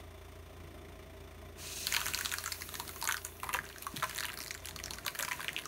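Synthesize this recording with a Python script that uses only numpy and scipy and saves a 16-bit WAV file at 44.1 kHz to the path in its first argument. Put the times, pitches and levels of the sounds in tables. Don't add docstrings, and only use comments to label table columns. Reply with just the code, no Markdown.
import sys
import numpy as np
from scipy import signal
from scipy.fft import rfft, irfft, next_fast_len
from scipy.io import wavfile
from scipy.ndimage import map_coordinates

SR = 44100
rng = np.random.default_rng(int(sys.argv[2]) if len(sys.argv) > 2 else 0)


def bounce(signal):
    frames = np.transpose(np.atleast_2d(signal))
    limited = np.clip(frames, -1, 1)
    pcm = np.round(limited * 32767).astype(np.int16)
    wavfile.write(sys.argv[1], SR, pcm)


N = 250047

# start in seconds, twang pitch in Hz, twang level in dB, crack pitch in Hz,
# crack level in dB, splinter level in dB, tail level in dB; levels are before filtering.
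STICK_SNAPS = [(1.8695, 3240, -26, 4100, -20, -23, -36), (1.878, 3180, -36, 3430, -39, -39, -40),
               (1.9243, 1990, -22.5, 6660, -23, -29, -42), (1.9323, 1800, -37, 4270, -37, -36, -39),
               (1.9393, 2970, -25, 4690, -26, -25, -30), (1.9469, 2400, -19, 4440, -23, -26, -30),
               (1.9652, 2600, -19.5, 4300, -18, -24, -28), (1.9694, 1020, -30, 3340, -31, -38, -39),
               (1.9755, 990, -39, 3790, -48, -38, -39), (1.9835, 1080, -41, 4040, -40, -39, -43),
               (1.9947, 2740, -33, 3620, -36, -39, -42), (2.0051, 1410, -33, 7050, -28.5, -28, -37),
               (2.0149, 1310, -25.5, 3220, -26, -32, -40), (2.0583, 1820, -30, 5650, -26, -28, -38),
               (2.0654, 1530, -25.5, 6660, -28, -21, -34), (2.0726, 2660, -30, 3830, -39, -42, -47),
               (2.079, 1470, -39, 6840, -36, -44, -44), (2.0834, 1400, -32, 3710, -27, -23, -35),
               (2.1364, 2520, -24, 7700, -32, -26, -39), (2.1466, 2800, -35, 4100, -20.5, -27, -37),
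               (2.176, 2580, -28, 5660, -32, -31, -48), (2.1888, 1320, -31, 6760, -27, -28, -39),
               (2.21, 1640, -25, 6050, -30, -25, -39), (2.2492, 1370, -35, 4300, -25, -26, -54),
               (2.2582, 1270, -30, 4100, -19.5, -35, -41.5), (2.3167, 2610, -30, 3760, -23, -33, -46),
               (2.3232, 1450, -31, 6750, -25, -31, -39), (2.3387, 1600, -24.5, 3730, -30, -24, -34),
               (2.345, 1700, -50, 6140, -46, -41, -40), (2.3844, 1210, -30.5, 4430, -25.5, -28, -44),
               (2.4398, 1600, -31, 4370, -37, -26, -48), (2.4602, 1370, -28, 7470, -26, -33, -38),
               (2.4766, 1410, -29, 6290, -31.5, -31, -39), (2.5204, 2090, -32, 4400, -26, -30, -39.5),
               (2.5242, 2060, -35.5, 5400, -25.5, -24, -49), (2.5448, 2000, -45, 4000, -43, -43, -50),
               (2.6092, 1180, -43, 6100, -34.5, -39, -47), (2.6201, 2040, -32, 5430, -29.5, -30, -42),
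               (2.6905, 1180, -39, 3970, -32.5, -29, -49), (2.7414, 1050, -36.5, 3970, -32.5, -28, -39),
               (2.7536, 1660, -36, 3940, -28.5, -35, -41), (2.7988, 1015, -30.5, 4000, -26.5, -25.5, -35.5),
               (2.8785, 2960, -43, 4300, -34, -32, -45), (2.892, 1310, -39, 4000, -34.5, -29, -41),
               (2.9608, 1040, -39, 6330, -38, -41, -42.5), (3.0144, 3160, -39, 4560, -32, -30, -48),
               (3.0254, 960, -28, 4170, -26, -26, -38), (3.0418, 1080, -39, 4500, -29, -23, -41),
               (3.0527, 1120, -31, 4490, -27, -30, -40), (3.0747, 3230, -32, 7240, -23, -27, -33),
               (3.0889, 1390, -20, 4190, -30, -22, -31), (3.0944, 1630, -25, 4300, -36, -37, -35),
               (3.102, 1150, -30, 3800, -47, -41, -37), (3.1109, 1480, -24, 3490, -25, -32, -37),
               (3.123, 3120, -27, 6100, -23.5, -22.5, -35), (3.1433, 1480, -24, 3310, -30, -31, -40),
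               (3.1686, 1210, -38, 4260, -26, -34, -45), (3.1775, 1500, -43, 3250, -41, -34, -37.5),
               (3.2174, 2690, -47, 4010, -42, -45, -62), (3.2495, 1370, -42, 6680, -26, -24, -42.5),
               (3.2664, 2910, -46, 3980, -40, -34, -50), (3.4004, 2540, -38, 3900, -47, -36, -52),
               (3.4322, 1010, -27, 4200, -39, -29, -35), (3.4415, 954, -36, 4280, -38, -30, -35.5),
               (3.469, 1050, -37, 7120, -52, -39, -44), (3.491, 1047, -26, 3180, -35, -29, -33),
               (3.4969, 1100, -44, 7190, -52, -48, -38), (3.506, 1030, -44, 3310, -56, -50, -39),
               (3.5304, 2570, -29, 3930, -36, -27, -45), (3.5396, 1820, -24, 6900, -25, -20, -28.5),
               (3.5445, 2550, -25, 3590, -36, -37, -28.5), (3.5497, 978, -24.5, 3300, -38, -37, -36),
               (3.5591, 1740, -28, 3310, -38, -37, -37), (3.5682, 1600, -29, 5460, -40, -35, -39),
               (3.5887, 1630, -21, 3360, -43, -38, -39), (3.6419, 1600, -39, 3870, -52, -45, -45),
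               (3.653, 1900, -47, 6650, -40.5, -47, -54), (3.6897, 1690, -47, 4540, -40, -40, -57),
               (3.6993, 2580, -47, 4300, -43, -51, -49), (3.7605, 1530, -37, 3950, -44, -50, -46),
               (3.7831, 1630, -41, 5440, -38, -38, -53), (3.8236, 2560, -40, 4150, -41, -26.5, -51),
               (3.8318, 2670, -41, 3310, -43, -38, -55), (3.8671, 1130, -24.5, 6100, -34, -29, -37),
               (3.962, 3250, -41, 3370, -31.5, -31, -47), (3.9672, 3350, -30, 3360, -29, -31, -42.5),
               (3.9733, 1700, -37, 3300, -33.5, -30, -42), (3.9985, 3220, -34, 3500, -39, -41, -48),
               (4.0244, 1350, -25, 3670, -41, -41, -33), (4.0293, 1190, -22, 3360, -29, -27, -32),
               (4.0378, 1060, -24, 3700, -34, -34, -30.5), (4.042, 1540, -39, 6100, -31.5, -31, -31),
               (4.096, 1680, -34, 5200, -35, -29, -40), (4.1105, 2730, -35, 3310, -40, -34, -44),
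               (4.1289, 2890, -46, 3310, -48, -43, -45), (4.1484, 3200, -49, 3760, -34, -29.5, -54),
               (4.1605, 1830, -42, 7060, -29, -34, -42), (4.1695, 2590, -44, 3280, -38, -29, -51),
               (4.1795, 1720, -33, 4170, -30, -28, -43), (4.1863, 1930, -30, 4120, -26.5, -36, -42),
               (4.1984, 2150, -47, 4290, -32, -34, -49), (4.2064, 1670, -26, 4250, -26, -31, -42),
               (4.2271, 2830, -39, 3330, -46, -37, -36), (4.2353, 1650, -31, 4220, -29, -37, -42),
               (4.2452, 1710, -30.5, 4500, -33, -43, -31), (4.2535, 2700, -29, 3400, -34, -26.5, -36),
               (4.2645, 2870, -41, 3730, -36, -34, -49), (4.2838, 2770, -35, 3300, -36, -39, -37),
               (4.2934, 2700, -29, 3330, -50, -42, -44), (4.3007, 1630, -32, 3350, -41, -36, -43),
               (4.3192, 1960, -52, 4340, -38, -44, -61), (4.3324, 1620, -37, 4200, -40, -34, -49),
               (4.3401, 1710, -37, 4400, -42, -32, -46), (4.3742, 1760, -39, 5000, -31.5, -35, -45),
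               (4.3886, 1140, -36, 4010, -37, -29, -53), (4.4038, 2030, -40, 5480, -30, -39, -44),
               (4.4128, 1850, -48, 4600, -33, -38, -53), (4.4184, 2520, -42, 4790, -35, -32, -52),
               (4.4277, 1720, -43, 4300, -35, -35, -56), (4.4374, 2140, -45, 4220, -35, -34, -50),
               (4.446, 980, -51, 7340, -38, -37, -57), (4.4618, 1850, -36.5, 4100, -36, -37, -50),
               (4.4718, 1880, -48, 4440, -36, -36, -53), (4.4805, 1120, -45, 4470, -31, -37, -54),
               (4.508, 1970, -29, 4270, -31, -33, -40), (4.5123, 2150, -35, 6800, -27.5, -36, -47),
               (4.5424, 2230, -42, 4600, -38, -39, -52), (4.549, 1750, -34, 7390, -33, -42, -42),
               (4.577, 3100, -45, 3560, -41, -43, -53), (4.648, 2800, -38, 3310, -45, -52, -54),
               (4.6566, 2540, -41, 4240, -33.5, -27, -47), (4.6716, 3160, -38, 6140, -35, -38, -43),
               (4.6865, 3140, -34, 3100, -30, -36, -46), (4.6918, 880, -40, 5600, -40, -32, -52),
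               (4.7097, 1670, -40, 4270, -35.5, -44, -59), (4.7617, 1200, -37, 4510, -29, -38, -47),
               (4.7896, 2770, -38, 3370, -35, -36, -48), (4.7997, 1910, -34, 3350, -39, -39, -45),
               (4.8387, 2780, -37, 5600, -27, -38, -46), (4.8592, 3170, -42, 5730, -28, -38, -43),
               (4.8811, 1800, -36, 4160, -43, -46, -55), (4.908, 910, -44, 4140, -25, -29.5, -40),
               (4.9353, 2610, -35, 5650, -30, -35, -43.5), (4.9419, 1480, -46, 5200, -37, -39, -49),
               (4.9721, 1100, -45, 3500, -49, -49, -53), (4.9844, 1490, -36, 4200, -34, -37, -41),
               (5.0502, 1330, -39, 7100, -36, -44, -46), (5.0643, 1080, -30, 3900, -23.5, -20.5, -36),
               (5.0798, 2610, -25, 4400, -23.5, -27, -30), (5.1499, 1620, -35, 5020, -39, -32, -38),
               (5.1561, 1740, -39, 3310, -41, -34, -47), (5.1904, 1600, -29, 3370, -27.5, -20.5, -41),
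               (5.1972, 1640, -28.5, 8000, -31, -29, -33), (5.2077, 3220, -31, 3310, -33, -27, -42),
               (5.2262, 1590, -28.5, 6450, -20.5, -26, -36), (5.2342, 1520, -28, 5000, -41, -37, -43),
               (5.2489, 2070, -30.5, 5230, -27, -33, -38), (5.28, 1880, -37, 3300, -42, -47, -29.5),
               (5.2864, 1850, -42, 4400, -34, -31, -48), (5.312, 1720, -29, 3350, -39, -39, -31),
               (5.3187, 1920, -24, 6480, -28.5, -40, -33), (5.3305, 2430, -29, 4290, -33, -33, -43),
               (5.3728, 1760, -45, 3660, -47, -43, -53), (5.3949, 1050, -32, 3310, -50, -48, -43),
               (5.405, 1620, -31, 3310, -38, -34, -37), (5.4141, 1540, -38, 4600, -37, -36, -43),
               (5.429, 1680, -38, 3280, -45, -33, -41), (5.4451, 2220, -30.5, 3450, -33, -31, -37),
               (5.4823, 2690, -21, 3180, -31, -41, -36), (5.4907, 2000, -24, 6600, -37, -37, -46),
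               (5.5308, 1840, -38, 3310, -39, -33, -54), (5.5432, 1290, -46, 6770, -52, -53, -52),
               (5.5642, 2690, -21.5, 3400, -32.5, -42, -41), (5.5772, 2500, -27.5, 3310, -45, -42, -40),
               (5.5837, 2760, -36, 3340, -38, -41, -41), (5.5884, 2960, -36, 3260, -31, -37, -43),
               (5.5964, 2870, -39, 3360, -41, -35, -49), (5.6206, 2820, -42, 3310, -46, -44, -51),
               (5.6371, 1710, -44, 4530, -44, -44, -56), (5.6559, 1200, -35.5, 5250, -33.5, -35, -39)]
# frequency in Hz, gain in dB.
CRACK_COLOUR = [(900, -16.5), (2000, -19.5), (3500, -13), (4300, 2.5), (5000, -9.5), (6400, 0.5),
                (8000, -6), (11000, -14)]
# frequency in Hz, gain in dB.
SPLINTER_COLOUR = [(4000, -39), (7500, -7), (9000, -0.5), (11500, -0.5), (13000, -4.5), (15500, -5)]
RISE_S, TWANG_CYCLES = .00075, 9
RING_SHARE = 0.53


def sticks():
    rows = np.vstack([STICK_SNAPS, faint_snaps()])
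    s, hz, db, crack_hz, crack_db, splinter_db, tail_db = rows.T[:, :, None]
    start = s[:, 0]
    t = np.arange(SR // 16) / SR
    noise = rng.standard_normal((8, len(s), len(t)))
    twang_walk, ping_walk, crack_noise, splinter_noise = noise[:4]
    block_noise, crack_lead_in, splinter_lead_in, ring_walk = noise[4:]

    sag = .0001 * (1 - np.exp(-t / .0006))
    phase = 2 * np.pi * hz * (t + sag) + .05 * np.cumsum(twang_walk, axis=1)
    twang = amp(db) * blow(t, RISE_S, TWANG_CYCLES / hz) * np.sin(phase)

    long = 1 / (1 + (hz / 1300) ** 6)
    ring_phase = phase + 0.097 * np.cumsum(ring_walk, axis=1)
    ring = 2 * RING_SHARE * long * amp(tail_db) * blow(t, 0.0025, 0.042) * np.sin(ring_phase)

    ping_phase = 2 * np.pi * crack_hz * t + 0.2 * np.cumsum(ping_walk, axis=1)
    ping = amp(crack_db) * blow(t, RISE_S, 0.0021) * np.sin(ping_phase)

    shape = blow(t, 0.00036, 0.0047) + 0.04 * blow(t, 0.0026, 0.027)
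    lead_in = amp(-9 - 60 * t[::-1] / 0.013)
    before = start - t[-1]
    crack = laid(start, amp(crack_db) * shape * crack_noise)
    crack = crack + laid(before, amp(crack_db) * lead_in * crack_lead_in)
    crack = filtered(crack, lambda f: amp(along(CRACK_COLOUR, f)))
    splinter = laid(start, amp(splinter_db) * shape * splinter_noise)
    splinter = splinter + laid(before, amp(splinter_db) * lead_in * splinter_lead_in)
    splinter = filtered(splinter, lambda f: amp(along(SPLINTER_COLOUR, f)))

    passed = np.sqrt(np.mean(np.abs(block(np.linspace(1, SR / 2, 2048))) ** 2))
    answer_level = (1 - RING_SHARE * long) * amp(tail_db) / passed
    answer = filtered(laid(start, answer_level * blow(t, 0.00095, 0.015) * block_noise), block)
    return filtered(laid(start, twang + ring + ping), small) + crack + splinter + answer


# twang, crack, splinter and tail, in dB before filtering.
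FAINT_DB = [-53.5, -52.5, -50, -72]
# twang in Hz, crack in Hz.
FAINT_HZ = [(950, 3400), (3000, 7200)]
FAINT_COUNT, FAINT_SPREAD_DB = 110, 5.5


def faint_snaps():
    when, pitch, size = np.hsplit(rng.random((FAINT_COUNT, 7)), [1, 3])
    first = STICK_SNAPS[0][0]
    s = first + when * (N / SR - first)
    low, high = np.array(FAINT_HZ)
    hz = low * (high / low) ** pitch
    db = FAINT_DB + FAINT_SPREAD_DB * (4 * size - 2)
    return np.column_stack([s, hz[:, 0], db[:, 0], hz[:, 1], db[:, 1:]])


def blow(t, rise, fall):
    risen = (t / rise) ** 2 / (1 + (t / rise) ** 2)
    e = risen * amp(-60 * t / fall)
    return e / e.max(axis=-1, keepdims=True)


# frequency in Hz, width in Hz, relative gain in dB.
BLOCK_MODES = [(990, 47, 15), (1130, 56, 13), (1560, 700, 12), (2820, 1300, 6)]


def block(f):
    return modes(BLOCK_MODES, f) * small(f)


def small(f):
    return f ** 4 / (f ** 4 + 750 ** 4)


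# start in seconds, pitch in Hz, level in dB, t60 in seconds.
BLOCK_SHIFTS = [(3.542, 494, -37.5, 0.11), (3.94, 246, -25, 0.024), (3.978, 142, -36, 0.082),
                (4.03, 617, -30.5, 0.056), (4.067, 187, -40.5, 0.067), (5.065, 554, -39, 0.049),
                (5.2, 567, -32, 0.037)]


def thuds():
    s, hz, db, t60 = np.transpose(BLOCK_SHIFTS)[:, :, None]
    t = np.arange(SR // 6) / SR
    drift = hz / 5000 * np.cumsum(rng.standard_normal((len(s), len(t))), axis=1)
    envelope = amp(db - 60 * t / t60) * (1 - np.exp(-t / .003))
    return laid(s[:, 0], envelope * np.sin(2 * np.pi * hz * t + drift))


# time in seconds, relative cell hiss in dB, block creak in dB,
# fine dust relative to the hiss in dB.
CRUSHING = [(1.56, -52, -61, -4), (1.64, -44, -55.5, -4), (1.8, -41, -61, -3.5), (1.93, -41.5, -47.5, 0),
            (2.07, -43.5, -52, -0.5), (2.31, -45, -51.5, 0.5), (2.49, -50.5, -60, 4.5), (2.98, -55, -63, 9),
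            (3.4, -63, -76, 11), (3.59, -61.5, -59, 6), (3.87, -57.5, -70, 3), (4.1, -51.5, -53, 0),
            (4.5, -68, -63, 7), (4.7, -60, -71, -4), (4.94, -64, -66, 3), (5.3, -50.5, -54, 2),
            (5.67, -61.5, -62, 3)]
# frequency in Hz, relative density in dB per Hz.
CELL_COLOUR = [(880, -59), (1500, -44), (1950, -13), (2270, -14), (2500, 4), (3220, -3), (4190, 3),
               (5020, -2.5), (6370, 3), (7690, -2.5), (9000, -1.5), (11700, -14), (19800, -120)]
# frequency in Hz, relative density in dB per Hz.
DUST_COLOUR = [(5000, -52), (8600, -1), (10300, 3), (11800, 11), (13000, 0), (15800, 8.5)]


def foam():
    hiss_db, creak_db, dust_db = curves(CRUSHING)
    cells = coloured(grains(spiky_db=1.8), CELL_COLOUR) * amp(1.2 * wobble(60))
    dust = coloured(grains(spiky_db=1.8), DUST_COLOUR) * amp(dust_db + 1.2 * wobble(60))
    hiss = .7 * amp(hiss_db) * (cells + dust)
    creak = unit(filtered(grains(spiky_db=2.5), block)) * amp(creak_db + 1.8 * wobble(40))
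    touching = np.clip((np.arange(N) / SR - CRUSHING[0][0]) / .035, 0, 1)
    return touching * (hiss + creak)


# frequency in Hz, t60 in seconds.
GAP_DECAY = [(500, 0.29), (2000, 0.094), (6000, 0.16), (15000, 0.21)]


def underside(x):
    out, hop = np.zeros(N + SR), SR // 3
    delay = 90
    for a in range(0, N, hop):
        hz, t, z = signal.stft(rng.standard_normal(SR // 4), SR, nperseg=128)
        decay = amp(-60 * t / along(GAP_DECAY, hz)[:, None])
        tail = signal.istft(z * decay, SR, nperseg=128)[1]
        part = signal.fftconvolve(x[a:a + hop], tail / np.linalg.norm(tail))
        out[a + delay:a + delay + len(part)] += part
    return out[:N]


# time in seconds, firings per second.
FIRING_RATE = [(0, 28.35), (1.1, 28.2), (2.7, 28.45), (3.7, 28.5), (3.9, 28.3), (4.9, 28.32), (5.2, 30.2),
               (5.67, 30.3)]
# time in seconds, level in dB.
LOW_ORDER_LEVEL = [(0, -53), (1.9, -53.5), (3.65, -55.5), (3.81, -63), (3.9, -51.5), (3.99, -63),
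                   (4.07, -53.5), (4.3, -61), (4.55, -55.5), (4.65, -52), (4.96, -53.5), (5.08, -65),
                   (5.18, -62), (5.4, -89), (5.67, -61)]
# multiple of the firing rate, relative level in dB.
ENGINE_ORDERS = [(1, -25), (2, 9.5), (3, 11), (4, -12), (5, -16), (6, -40.5), (7, -18), (8, -15.5),
                 (9, -36), (10, -15), (11, -48), (12, -11.5), (13, -13), (14, -5.5), (15, -15), (16, -48)]
# frequency in Hz, relative density in dB per Hz.
BAY_COLOUR = [(18, -31), (30, -7), (86, -7), (113, -15), (149, -5.5), (194, -15.5), (214, -10),
              (282, -12.5), (307, -11), (398, -10.5), (477, -20), (630, -17), (730, -14), (1010, -58),
              (1500, -42), (1950, -48), (3300, -120)]
# frequency in Hz, relative density in dB per Hz.
VALVE_COLOUR = [(700, -9), (1040, -3.5), (1650, -9), (1950, -4.5), (2350, -9), (3000, -10.5), (3530, -14.5),
                (4700, -18.5), (6100, -16), (7600, -24), (9100, -16), (10500, -26), (11200, -21.5),
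                (13600, -20), (15800, -23)]
# frequency in Hz, width in Hz, relative gain in dB.
PART_MODES = [(635, 35, 0), (1045, 20, -7), (1212, 20, -11), (2345, 40, -13), (3520, 70, -12)]


def engine():
    rate = curves(FIRING_RATE)[0]
    turns = np.cumsum(rate) / SR + .04
    low = high = 0
    for k, db in ENGINE_ORDERS:
        phase = k * turns + rng.random() + .05 * wobble(8)
        tone = amp(db + 1.1 * wobble(12)) * np.sin(2 * np.pi * phase)
        if k < 4:
            low = low + tone
        else:
            high = high + tone
    low = amp(curves(LOW_ORDER_LEVEL)[0] + 0.4 * wobble(7)) * unit(low)
    high = amp(-55 - 1.2 * (rate - FIRING_RATE[0][1])) * high

    since = turns % 1
    strength_db = 1.4 * rng.standard_normal(int(turns[-1]) + 1)[turns.astype(int)]
    knock = amp(strength_db) * np.exp(-since / .33) * (1 - np.exp(-since / .1))
    clatter = amp(-59) * coloured(rng.standard_normal(N), VALVE_COLOUR) * unit(.3 + knock)
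    bay = coloured(rng.standard_normal(N), BAY_COLOUR) * amp(-58.5 + 2.6 * wobble(3.68)) * unit(1.65 + knock)
    struck = rng.standard_normal(N) * (0.26 + knock)
    ring = amp(-61.5) * unit(filtered(struck, lambda f: modes(PART_MODES, f)))
    return low + high + bay + clatter + ring


def modes(table, f):
    total = 0
    for k, (centre, width, db) in enumerate(table):
        damping = 1j * f * width
        total = total + (-1) ** k * amp(db) * damping / (centre * centre - f * f + damping)
    return total


def amp(db):
    return 10 ** (np.asarray(db) / 20)


def unit(x):
    return x / np.sqrt(np.mean(x ** 2) + 1e-20)


def along(points, hz):
    f, v = np.transpose(points)
    return np.interp(np.log(hz + 1), np.log(f + 1), v)


def curves(rows):
    s, *cols = np.transpose(rows)
    return [np.interp(np.arange(N) / SR, s, c) for c in cols]


def wobble(rate):
    knots = rng.standard_normal(int(N * rate / SR) + 4)
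    return map_coordinates(knots, [np.arange(N) * rate / SR])


def filtered(x, response):
    m = next_fast_len(N + SR // 2)
    return irfft(rfft(x, m) * response(np.fft.rfftfreq(m, 1 / SR)), m)[..., :N]


def coloured(x, spectrum):
    return unit(filtered(x, lambda hz: amp(along(spectrum, hz))))


def grains(spiky_db):
    return rng.standard_normal(N) * amp(spiky_db * rng.exponential(size=N))


def laid(times, rows):
    at = np.round(np.asarray(times) * SR).astype(int)[:, None] + np.arange(rows.shape[1])
    return np.bincount(at.ravel(), rows.ravel(), N + rows.shape[1])[:N]


def scene():
    hits = sticks() + thuds()
    echo = amp(-7) * underside(hits)
    return np.tile(hits + echo + foam() + engine(), (2, 1))


def record(dry):
    return filtered(dry, lambda hz: hz ** 4 / (hz ** 4 + 36 ** 4) * (hz < 15750))


dry = scene()
out = record(dry)
bounce(out)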